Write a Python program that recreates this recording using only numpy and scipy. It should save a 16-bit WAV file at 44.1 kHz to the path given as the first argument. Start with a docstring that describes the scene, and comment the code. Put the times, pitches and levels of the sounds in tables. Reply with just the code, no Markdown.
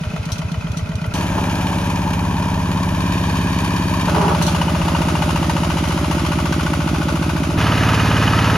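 """A single-cylinder diesel hand tractor chugs at idle, then cuts to three stretches at working speed.
In every cycle exhaust and intake thump, the block knocks, the valve gear rattles, and the cylinder
and its cover clank on the same notes. The wet ground of a flooded rice field throws the clatter back.
The towed steel seat clinks, a bright burst of noise marks the first cut, panels judder under strain,
and a rough whine rises in the turn. A close pair of microphones hears it over a faint outdoor rumble."""
import sys
import numpy as np
from scipy import signal
from scipy.fft import rfft, irfft, next_fast_len
from scipy.io import wavfile

SR = 44100
rng = np.random.default_rng(int(sys.argv[2]) if len(sys.argv) > 2 else 0)


def store_pcm(level_fs):
    """Save levels as 16-bit WAV."""
    pcm = np.round(np.clip(level_fs, -1, 1) * 32767).astype(np.int16)
    wavfile.write(sys.argv[1], SR, np.atleast_2d(pcm).T)


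N = 377937
FFT_SIZE = 2 * next_fast_len(N // 2 + 1, True)
T, HZ = np.arange(N) / SR, np.fft.rfftfreq(FFT_SIZE, 1 / SR) + 1e-3

# exhaust blast, its overtone, piston push, intake gulp, intake valve shutting: polarity, chamber_count
GAS_PULSES = [(-1, 1), (1, 1), (1, 2), (1, 2), (-1, 2)]
# The engine in each stretch. A place runs 0-1 through a cycle, from the exhaust valve opening.
#   start: start_s; cycles: time_s, cycles_done
#   gas, a row for each pulse: place, pitch_hz, width_hz, level_db; churn_db: turbulence against thump
#   levels: time_s, thump_db, pipe_ring_db, overtone_db, knock_db, rattle_db
#   blows: place, knock_db, rattle_db, decay_s
#   colour of the clatter: frequency_hz, gain_db; whirr_hz: the clatter is steady below this
#   clanks: peak_place, pitch_hz, over_knock_db, swell_s; drift: their pitch rise, as a share
#   view, how the clanks carry: time_s, cylinder_low_db, cylinder_high_db, cover_db
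#   echo: first_delay_s, last_delay_s, first_gain, last_gain
#   lead: left_lead_s; width_db: the clatter's side over mid; pan (thump), clank_pan: left is positive
IDLING = dict( start=0, cycles=[(-.116, -1), (.518, 4), (.7684, 6), (1.267, 10)],
          gas=[(.002, 161.5, 17, 2.5), (.005, 190, 150, -29), (.288, 71, 26, -6), (.432, 102, 49, 0.5),
          (.701, 169, 73, -10.5)], blows=[(.97, 1, 8, .003), (.18, 8, 7, .004), (.28, 8, 5, .004),
          (.71, 4, 9, .003), (.8, 8, 3, .003)], levels=[(0, -25, 0.5, -3, -38, -41.5),
          (1.13, -23, 0, -7, -38, -44.5)], colour=[(330, -21), (440, -2), (520, -14.5), (620, -2),
          (780, -3.5), (1100, -8.5), (1380, -1), (1650, -12), (2450, -4.5), (3300, -11), (7000, -17.5),
          (14000, -26)], clanks=[(.205, 1940, 3.5, 0.0035), (.22, 3080, 3, 0.0036),
          (.23, 1380, 2.5, 0.0046), (.24, 1100, 2.5, .004), (.3, 634, 2, 0.021), (.75, 2540, 3, .005),
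          (.83, 1370, 1.5, .005)], view=[(0, 0, 0, 0)],
          drift=0, whirr_hz=533, clank_pan=0.19, echo=(0.00197, 0.00201, 0.23, 0.29),
          lead=.00003, width_db=-5.5, pan=0.0, churn_db=-12)
TURNING = dict( start=1.137, cycles=[(1.087, -2), (1.6607, 8), (1.9499, 13), (2.1843, 17), (2.5333, 23),
           (3.2293, 35), (3.7552, 44), (4.1058, 50)], gas=[(-.003, 170.6, 14.6, 0.5),
           (-.033, 272.4, 26, -7.5), (.031, 54, 116, -11.5), (.376, 93.4, 43.7, -0.5),
           (.725, 182, 314, -8.5)], blows=[(.1, 1.5, 8.5, 0.0036), (.33, 0, 4, 0.0054), (.6, -4, 3, .004)],
           levels=[(1.14, -20.5, 0.56, -1.4, -29.5, -35.5), (3.3, -19, 1.1, 1.1, -31, -34.5),
           (4.07, -20, 1.3, 1.4, -30.5, -34.5)], colour=[(330, 0), (490, -10), (560, -5.5), (680, -5),
           (800, 0.5), (960, -3.5), (1250, -7.5), (1750, -6.5), (2050, -13.5), (2400, -8.5), (3200, -11.5),
           (4200, -18.5), (7000, -18.5), (14000, -23)], clanks=[(.07, 942, 2.5, 0.0074),
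           (.15, 1690, -7, 0.0032), (.18, 2486, -7.5, 0.0053), (.2, 1035, 8.5, 0.0049),
           (.38, 943, 4, 0.0075), (.41, 1720, -6.5, 0.0051), (.68, 620, 0, .009), (.77, 1026, 2, 0.006),
           (.93, 928, 7, 0.0055), (.17, 4390, -10, 0.0043)], view=[(1.14, -6, -5, -4), (2.05, .5, -1, 0),
           (3.2, -.5, 4, 2), (4.07, -.5, 4, 2)],
           drift=.1, whirr_hz=750, clank_pan=0.23, echo=(0.001486, 0.001454, -0.11, -0.3),
           lead=.00008, width_db=-9, pan=.01, churn_db=-14.5)
PASSING = dict( start=4.075, cycles=[(4.07, -1), (4.9386, 12), (5.1422, 15), (5.4859, 20), (6.1694, 30),
           (6.5824, 36), (6.7225, 38), (7.1444, 44), (7.6307, 51)], gas=[(-.013, 162.4, 27, 0.5),
           (.022, 320, 104, -16), (.35, 61.4, 41, -1), (.5, 65, 47, 0), (.725, 193.5, 235, -9.5)],
           blows=[(.125, 5, 7.5, 0.0049), (.33, 7, 6.5, 0.0047), (.64, 1, 0.5, .006)],
           levels=[(4.08, -18.5, 4.4, 0.6, -26, -32), (6.1, -19, 0.88, 5.4, -31.5, -33),
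           (7.57, -19.5, 1.5, 6.8, -31.5, -35.5)], colour=[(330, 8), (470, -4.5), (600, -1), (750, 0.5),
           (920, 0), (1480, -1), (1720, -11.5), (1950, -10.5), (2300, -12), (2900, -11.5), (3800, -17),
           (7000, -21), (10000, -22), (14000, -28)], clanks=[(.185, 916, 12, 0.0037),
           (.19, 2460, -3.5, 0.0045), (.195, 2875, 2, 0.0059), (.22, 1230, 5.5, 0.0023),
           (.245, 1476, 4, 0.0048), (.16, 1950, -1.5, .002), (.34, 602, 3, 0.0072), (.37, 1130, 3.5, .005),
           (.7, 614, -2, 0.01), (.99, 574, -1, 0.012)], view=[(4.08, -3, -4, -9), (4.55, 1.5, -5, -1),
           (5.3, 1, -4.5, 0), (6.1, .5, 0, -.5), (6.7, -2.5, 6, -2.5), (7.57, -6, 3.5, -6)],
           drift=.05, whirr_hz=760, clank_pan=0.27, echo=(0.00122, 0.00077, 0.072, 0.14),
           lead=.00002, width_db=-6.5, pan=-0.078, churn_db=-15.5)
APPROACHING = dict( start=7.577, cycles=[(7.5501, -2), (7.7152, 1), (8.2169, 10), (8.6033, 17)],
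               gas=[(.014, 167, 22, 0), (-.028, 232, 35, -8.4), (.07, 60, 208, -11.3), (.399, 102, 52, 2.4),
               (.685, 261, 164, -7.4)], blows=[(.08, 4.5, 6, .004), (.29, 1, -1, .005), (.62, -2, -1, .004),
               (.88, 0, -2, .004)], levels=[(7.58, -16.7, 0, 0, -24, -27.7),
               (8.57, -16.1, 0, 0, -23.3, -27.4)], colour=[(330, -1), (450, 0), (550, -5.5), (640, -2),
               (850, -2), (1270, 1), (1700, -3), (2200, -8), (2900, -9), (3600, -14), (7000, -21),
               (10000, -23), (14000, -28)], clanks=[(.125, 2960, 3, .003), (.14, 1570, 2, .004),
               (.175, 1230, 8, .005), (.19, 900, 1, .005), (.21, 2550, -3, .005), (.7, 1700, -4, .006),
               (.98, 1330, 2, .005)], view=[(7.58, -1, -1, -.5)],
               drift=0, whirr_hz=750, clank_pan=-.1, echo=(.0011, .0011, .1, .1),
               lead=.00002, width_db=-13, pan=-.12, churn_db=-17)
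# driver and seat screen the engine: centre_s, half_length_s, overtone_db, knock_db, rattle_db
SCREENINGS = [(2.5, 0.6, -5.5, -0.55, -2.5), (4.5, 0.32, -6.5, -1.4, -.5)]
# ring of the block and covers: pitch_hz, width_hz, over_clatter_db
BLOCK_MODES = [(439, 14, -3.5), (585, 57, 2), (873, 24, -7.5), (975, 41, -9), (1280, 27, -7.5),
               (2483, 123, -10.5), (2890, 61, -15), (4920, 110, -12), (5960, 130, -15)]
# where the clanking parts ring: block_hz, cylinder_low_hz, cylinder_high_hz, cover_hz
PARTS_HZ = [650, 930, 1500, 2450]
# clinks of the seat and linkage and, at 1.138 s, a brief noise burst at the cut into the second stretch:
# start_s, level_db, decay_s, snap_db
BRIGHT_BURSTS = [(.254, -31.5, 0.0059, -42), (0.318, -27.5, 0.018, -32), (.382, -32, 0.0094, -45),
                 (.518, -32, .005, -48), (.718, -33, 0.0046, -50), (0.771, -32, 0.019, -50),
                 (.954, -34, 0.0071, -45), (1.063, -45, .004, -34), (1.138, -32, 0.044, -42),
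                 (4.423, -24.5, 0.025, -27), (4.465, -27, 0.034, -28), (5.885, -31, 0.012, -33)]
# their steely ring: pitch_hz, width_hz, gain_db
STEEL_MODES = [(3260, 450, 12.4), (4070, 910, 12.2), (5840, 380, 13.4), (7450, 510, 7.1)]
# seat bars ringing on: start_s, pitch_hz, level_db, decay_s
BAR_RINGS = [(.319, 5243, -31, .012), (.321, 5582, -31, .016), (.32, 6304, -32, .014),
             (4.426, 4200, -36, .025), (4.466, 4200, -33, .03)]
# shakes of the frame and mudguards: start_s, length_s, level_db, attack_s
JUDDERS = [(1.378, 0.027, -18, 0.0013), (4.146, 0.21, -20, 0.019)]
# ring of their sheet metal: pitch_hz, width_hz, gain_db
PANEL_MODES = [(424, 36, 6.5), (630, 90, -2), (827, 45, 8), (945, 24, 9.5), (1113, 28, -1.5),
               (1330, 110, -16)]
# colour of the whine: pitch_hz, width_hz, gain_db
WHINE_BANDS = [(1690, 300, 3), (2420, 200, -3), (3670, 370, -5), (4400, 170, -2)]
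# swell of the whine: time_s, level_db
WHINE_LEVEL = [(2.6, -62), (3.15, -39), (4.07, -42)]
# the microphone pair's EQ for mid and for side: frequency_hz, gain_db
MID_EQ = [(6800, 0.5), (7500, -5.5), (7850, -31), (8250, -30), (8800, -6), (9800, -1.5), (12000, -3.5),
          (13600, -7.5), (14200, -28), (16000, -33)]
SIDE_EQ = [(300, -4), (900, 2.5), (4500, 3.5), (6300, 2.5), (7800, 6.5), (9200, 8.5), (10500, -2),
           (11600, -18), (12800, -2), (15000, 6.5)]


def amp(db):
    """Decibels to gain."""
    return 10 ** (np.asarray(db) / 20)


def unit(x):
    """Scales to rms 1."""
    return x / np.sqrt(np.mean(x ** 2) + 1e-20)


def eq_curve(points, f=HZ):
    """Gain at every frequency from points of frequency_hz, gain_db."""
    hz, db = np.transpose(points)
    return amp(np.interp(np.log(f), np.log(hz), db))


def filtered(x, gain):
    """Applies a frequency response."""
    return irfft(rfft(x, FFT_SIZE) * gain, FFT_SIZE)[:N]


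def resonance(f, hz, width):
    """Response of one damped resonance, 1 at its peak."""
    return 1 / (1 + 1j * (f * f - hz * hz) / (f * width))


def ringing(modes, f=HZ):
    """Response of a body with several resonances."""
    return sum(amp(db) * resonance(f, hz, width) for hz, width, db in modes)


def grit(size=N, spread_db=2.0):
    """Dense tiny impacts of uneven size."""
    return unit(rng.standard_normal(size) * amp(spread_db * np.minimum(rng.exponential(1, size), 5)))


def shaken(response, side_db):
    """Grit through a body's response, mid and side."""
    mid, side = (unit(filtered(grit(), response)) for _ in range(2))
    return np.array([mid, amp(side_db) * side])


def thump(stretch, cycles, rate, ring_db, overtone_db, uneven=0.0081, low_hz=43, high_hz=370):
    """Five gas pulses a cycle ring the pipes, building a bass on harmonics of the firing rate."""
    harmonic = np.arange(1, 50)
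    f = harmonic * rate
    pulses = sum(sign * amp(db) * resonance(f, hz, width) ** chambers
                 * np.exp(-2j * np.pi * harmonic * place)
                 for (sign, chambers), (place, hz, width, db) in zip(GAS_PULSES, stretch["gas"]))
    pulses /= (1 + 1.19 * low_hz / (1j * f) - (low_hz / f) ** 2) ** 2  # small mouths lose deep bass
    pulses /= 1 + (f / high_hz) ** 8  # the silencer holds back the top
    place = np.linspace(0, 1, 1024)
    partials = (pulses[:, None] * np.exp(2j * np.pi * harmonic[:, None] * place)).real
    # as the pipe swings round, its ring and overtones swell or fade against the rest
    ring = np.interp(f, [135, 158, 178, 205], [0, 1, 1, 0])
    overtones = np.interp(f, [230, 330], [0, 1])
    bands = [(1 - ring - overtones, 0), (ring, ring_db), (overtones, overtone_db)]
    wave = sum(amp(db) * np.interp(cycles % 1, place, share @ partials) for share, db in bands)
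    force = 1 + uneven * rng.standard_normal(256)  # no two strokes are equally strong
    return unit(wave * np.interp(2 * cycles + 8, np.arange(256), force))


def exhaust_churn():
    """Low turbulence at the pipe mouth, mid and side."""
    colour = eq_curve([(20, -32), (35, -8), (55, 0), (165, 0), (230, 0.5),
                       (320, -8.5), (450, -18), (900, -45)])
    return shaken(colour, side_db=0)


def hammering(stretch, cycles, rate, rise_s=0.0036, uneven_db=2.5):
    """Knock and rattle envelopes: each blow jumps above the steady whirr of the gears and dies away."""
    power = np.ones((2, len(cycles)))
    for place, knock_db, rattle_db, decay_s in stretch["blows"]:
        number, phase = np.divmod(cycles - place, 1)
        age = phase / rate
        force = amp(uneven_db * rng.standard_normal(128))[number.astype(int)]
        blow = 2 * force * (1 - np.exp(-age / rise_s)) * np.exp(-age / (2 * decay_s))
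        power += (amp([[knock_db], [rattle_db]]) * blow) ** 2 / 2
    return np.sqrt(power / power.mean(1, keepdims=True))


def chassis_ripple(f, count=8, strength=0.12):
    """Short reflections between the steel parts ripple the treble."""
    delay_s = rng.uniform(.002, .016, (count, 1))
    return 1 + strength * np.exp(-2j * np.pi * delay_s * f).sum(0) * f ** 2 / (f ** 2 + 1500 ** 2)


def clatter(stretch, cycles, rate, knock_db, rattle_db, knock_repeat=0.73, rattle_repeat=0.1):
    """Blows shake the block: a low knock and a bright rattle, partly alike each cycle; mid and side."""
    n = len(cycles)
    size = next_fast_len(n + 4096)
    f = np.fft.rfftfreq(size, 1 / SR) + 1e-3
    body = eq_curve(stretch["colour"], f) * (1 + ringing(BLOCK_MODES, f)) * chassis_ripple(f)
    body /= np.sqrt(1 + (300 / f) ** 8)  # low cut
    low = 1 / (1 + (f / 1800) ** 8)  # crossover from knock to rattle
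    bands = [(low, knock_db, knock_repeat, 500, 1800), (1 - low, rattle_db, rattle_repeat, 1800, 7500)]
    cycle_sample = (cycles % 1 / rate * SR).astype(int)
    steady = 1 / (1 + (f / stretch["whirr_hz"]) ** 12)
    whirr = rfft(grit((2, n)), size) * np.sqrt(steady)
    left_lead = 1j * np.sin(np.pi * f * stretch["lead"]) / np.hypot(1, f / 3400)
    out = np.zeros((2, n))
    for force, (share, db, repeat, low_hz, high_hz) in zip(hammering(stretch, cycles, rate), bands):
        repeat = repeat * (1 - (force.min() / force) ** 2)  # the whirr between blows never repeats
        fresh, alike = grit((2, 2, n))
        drive = force * (np.sqrt(repeat) * alike[:, cycle_sample] + np.sqrt(1 - repeat) * fresh)
        colour = body * np.sqrt(share)
        colour /= np.sqrt(np.mean(abs(colour) ** 2 * (f > low_hz) * (f < high_hz)))
        direct, scattered = (rfft(drive, size) * np.sqrt(1 - steady) + whirr) * colour
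        side = amp(stretch["width_db"]) * scattered + left_lead * direct
        out += amp(db) * irfft(np.array([direct, side]), size)[:, :n]
    return out


def ground_echo(x, stretch):
    """Wet ground returns the clatter a moment later; delay and strength shift as the tractor moves."""
    first_s, last_s, first_gain, last_gain = stretch["echo"]
    n = np.arange(x.shape[1])
    gain = np.linspace(first_gain, last_gain, len(n))
    delay = SR * np.linspace(first_s, last_s, len(n))
    echo = np.array([np.interp(n - delay, n, channel) for channel in x])
    return (x + gain * echo) / np.sqrt(1 + gain ** 2)


def clanks(stretch, t, cycles, rate, jitter_s=0.00007, uneven_db=1.5, detune=.02, steepness=3.5):
    """Blows ring the same parts every cycle: each clean note swells and is quickly damped."""
    when, *view = np.transpose(stretch["view"])
    strength, late = rng.standard_normal((2, 128))  # shared by the clanks of a cycle
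    glide = stretch["drift"] * np.linspace(-.5, .5, len(t))
    mid = np.zeros(len(t))
    for place, hz, db, swell_s in stretch["clanks"]:
        number, phase = np.divmod(cycles - place + swell_s * rate, 1)
        number, age = number.astype(int), phase / rate
        # the block carries alike all round; cylinder and cover change as the tractor turns
        carry_db = [np.interp(hz, PARTS_HZ, [0, *row]) for row in np.transpose(view)]
        force_db = (.9 * strength + uneven_db * rng.standard_normal(128))[number]
        note_hz = hz * (1 + glide + detune * rng.standard_normal(128)[number])
        swell = (age / swell_s * np.exp(1 - age / swell_s)) ** steepness
        note = np.sin(2 * np.pi * note_hz * (age - swell_s - jitter_s * late[number]))
        mid += amp(db + np.interp(t, when, carry_db) + force_db) * swell * note
    side = stretch["clank_pan"] * mid + stretch["lead"] * SR / 2 * np.gradient(mid)
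    return np.array([mid, side])


def engine_faders(stretch, t):
    """Levels ride as the tractor moves; overtones, knock and rattle duck behind driver and seat."""
    when, *levels = np.transpose(stretch["levels"])
    thump_db, ring_db, overtone_db, knock_db, rattle_db = (np.interp(t, when, db) for db in levels)
    for centre_s, half_length_s, overtone_dip_db, knock_dip_db, rattle_dip_db in SCREENINGS:
        hidden = np.exp(-((t - centre_s) / half_length_s) ** 4)
        overtone_db += overtone_dip_db * hidden
        knock_db += knock_dip_db * hidden
        rattle_db += rattle_dip_db * hidden
    return thump_db, ring_db, overtone_db, knock_db, rattle_db


def engine(stretch, t, churn, puff_s=0.001, churn_side_db=-3):
    """One stretch of the diesel, metal and gas locked to the firing cycle; mid and side."""
    when, done = np.transpose(stretch["cycles"])
    cycles = np.interp(t, when, done)
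    rate = (done[-1] - done[0]) / (when[-1] - when[0])  # mean firings a second
    thump_db, ring_db, overtone_db, knock_db, rattle_db = engine_faders(stretch, t)
    metal = ground_echo(clatter(stretch, cycles, rate, knock_db, rattle_db), stretch)
    metal += amp(knock_db) * clanks(stretch, t, cycles, rate)
    puff = unit(.5 + np.exp(-(cycles % 1) / rate / puff_s))  # turbulence follows each exhaust pulse
    gas_mid, gas_side = amp(stretch["churn_db"]) * puff * churn
    bass_mid = thump(stretch, cycles, rate, ring_db, overtone_db) + gas_mid
    bass_side = stretch["pan"] * bass_mid + amp(churn_side_db) * gas_side
    return metal + amp(thump_db) * np.array([bass_mid, bass_side])


def air_rumble(level_db=-43, side_db=-16):
    """A faint, deep bed of outdoor air lies under everything."""
    colour = eq_curve([(20, -26), (38, -3), (52, 4), (75, -5), (150, -42), (400, -36), (2000, -80)])
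    mid, side = (unit(filtered(rng.standard_normal(N), colour)) for _ in range(2))
    return amp(level_db) * np.array([mid, amp(side_db) * side])


def bright_bursts(side_db=-3, rise_s=0.00036, snap_s=0.0061, snap_hz=8500):
    """A treble snap with a short steely tail: the seat's clinks, and the noise burst at the first cut."""
    tail, snap = np.zeros((2, N))
    for start_s, db, decay_s, snap_db in BRIGHT_BURSTS:
        age = np.maximum(T - start_s, 0)
        rise = 1 - np.exp(-age / rise_s)
        tail += amp(db) * rise * np.exp(-age / decay_s)
        snap += amp(snap_db) * rise * np.exp(-age / snap_s)
    steely = ringing(STEEL_MODES) * HZ ** 2 / (HZ ** 2 + 2500 ** 2)
    treble = 1 / (1 + (snap_hz / HZ) ** 4)
    return tail * shaken(steely, side_db) + snap * shaken(treble, side_db)


def seat_bars():
    """Knocked bars of the seat ring briefly, each on one note, left of centre."""
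    mid = np.zeros(N)
    for start_s, hz, db, decay_s in BAR_RINGS:
        age = np.maximum(T - start_s, 0)
        mid += amp(db) * np.exp(-age / decay_s) * np.sin(2 * np.pi * hz * age)
    return np.array([mid, .5 * mid])


def panel_judders(side_db=-7, release_s=0.032):
    """The frame and sheet mudguards shake for a moment under strain."""
    force = np.zeros(N)
    for start_s, length_s, db, attack_s in JUDDERS:
        ramps = np.minimum((T - start_s) / attack_s, (start_s + length_s - T) / release_s)
        force += amp(db) * np.clip(ramps, 0, 1)
    return force * shaken(ringing(PANEL_MODES) / (1 + (HZ / 1700) ** 4), side_db)


def turning_whine(side_db=-4):
    """A rough metallic whine swells as the tractor turns away, and stops at the cut."""
    when, db = np.transpose(WHINE_LEVEL)
    bands = sum(amp(gain_db) * resonance(HZ, hz, width) ** 2 for hz, width, gain_db in WHINE_BANDS)
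    gate = (T > when[0]) * (T < PASSING["start"])
    return amp(np.interp(T, when, db)) * gate * shaken(bands, side_db)


def scene():
    """Four engine stretches cut end to end under the other layers; mid and side become left and right."""
    stretches = [IDLING, TURNING, PASSING, APPROACHING]
    churn = exhaust_churn()
    cuts = [round(stretch["start"] * SR) for stretch in stretches] + [N]
    tractor = np.hstack([engine(stretch, T[a:b], churn[:, a:b])
                         for stretch, a, b in zip(stretches, cuts, cuts[1:])])
    mid, side = tractor + bright_bursts() + seat_bars() + panel_judders() + turning_whine() + air_rumble()
    return np.array([mid + side, mid - side])


def record(dry, high_cut_hz=15800):
    """The microphone pair notches the treble in mid and side; a steep high cut follows."""
    mid = filtered((dry[0] + dry[1]) / 2, eq_curve(MID_EQ))
    side = filtered((dry[0] - dry[1]) / 2, eq_curve(SIDE_EQ))
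    high_cut = signal.firwin(511, high_cut_hz, window=("kaiser", 9), fs=SR)
    return signal.oaconvolve(np.array([mid + side, mid - side]), high_cut[None], "same")


dry = scene()
out = record(dry)
store_pcm(out)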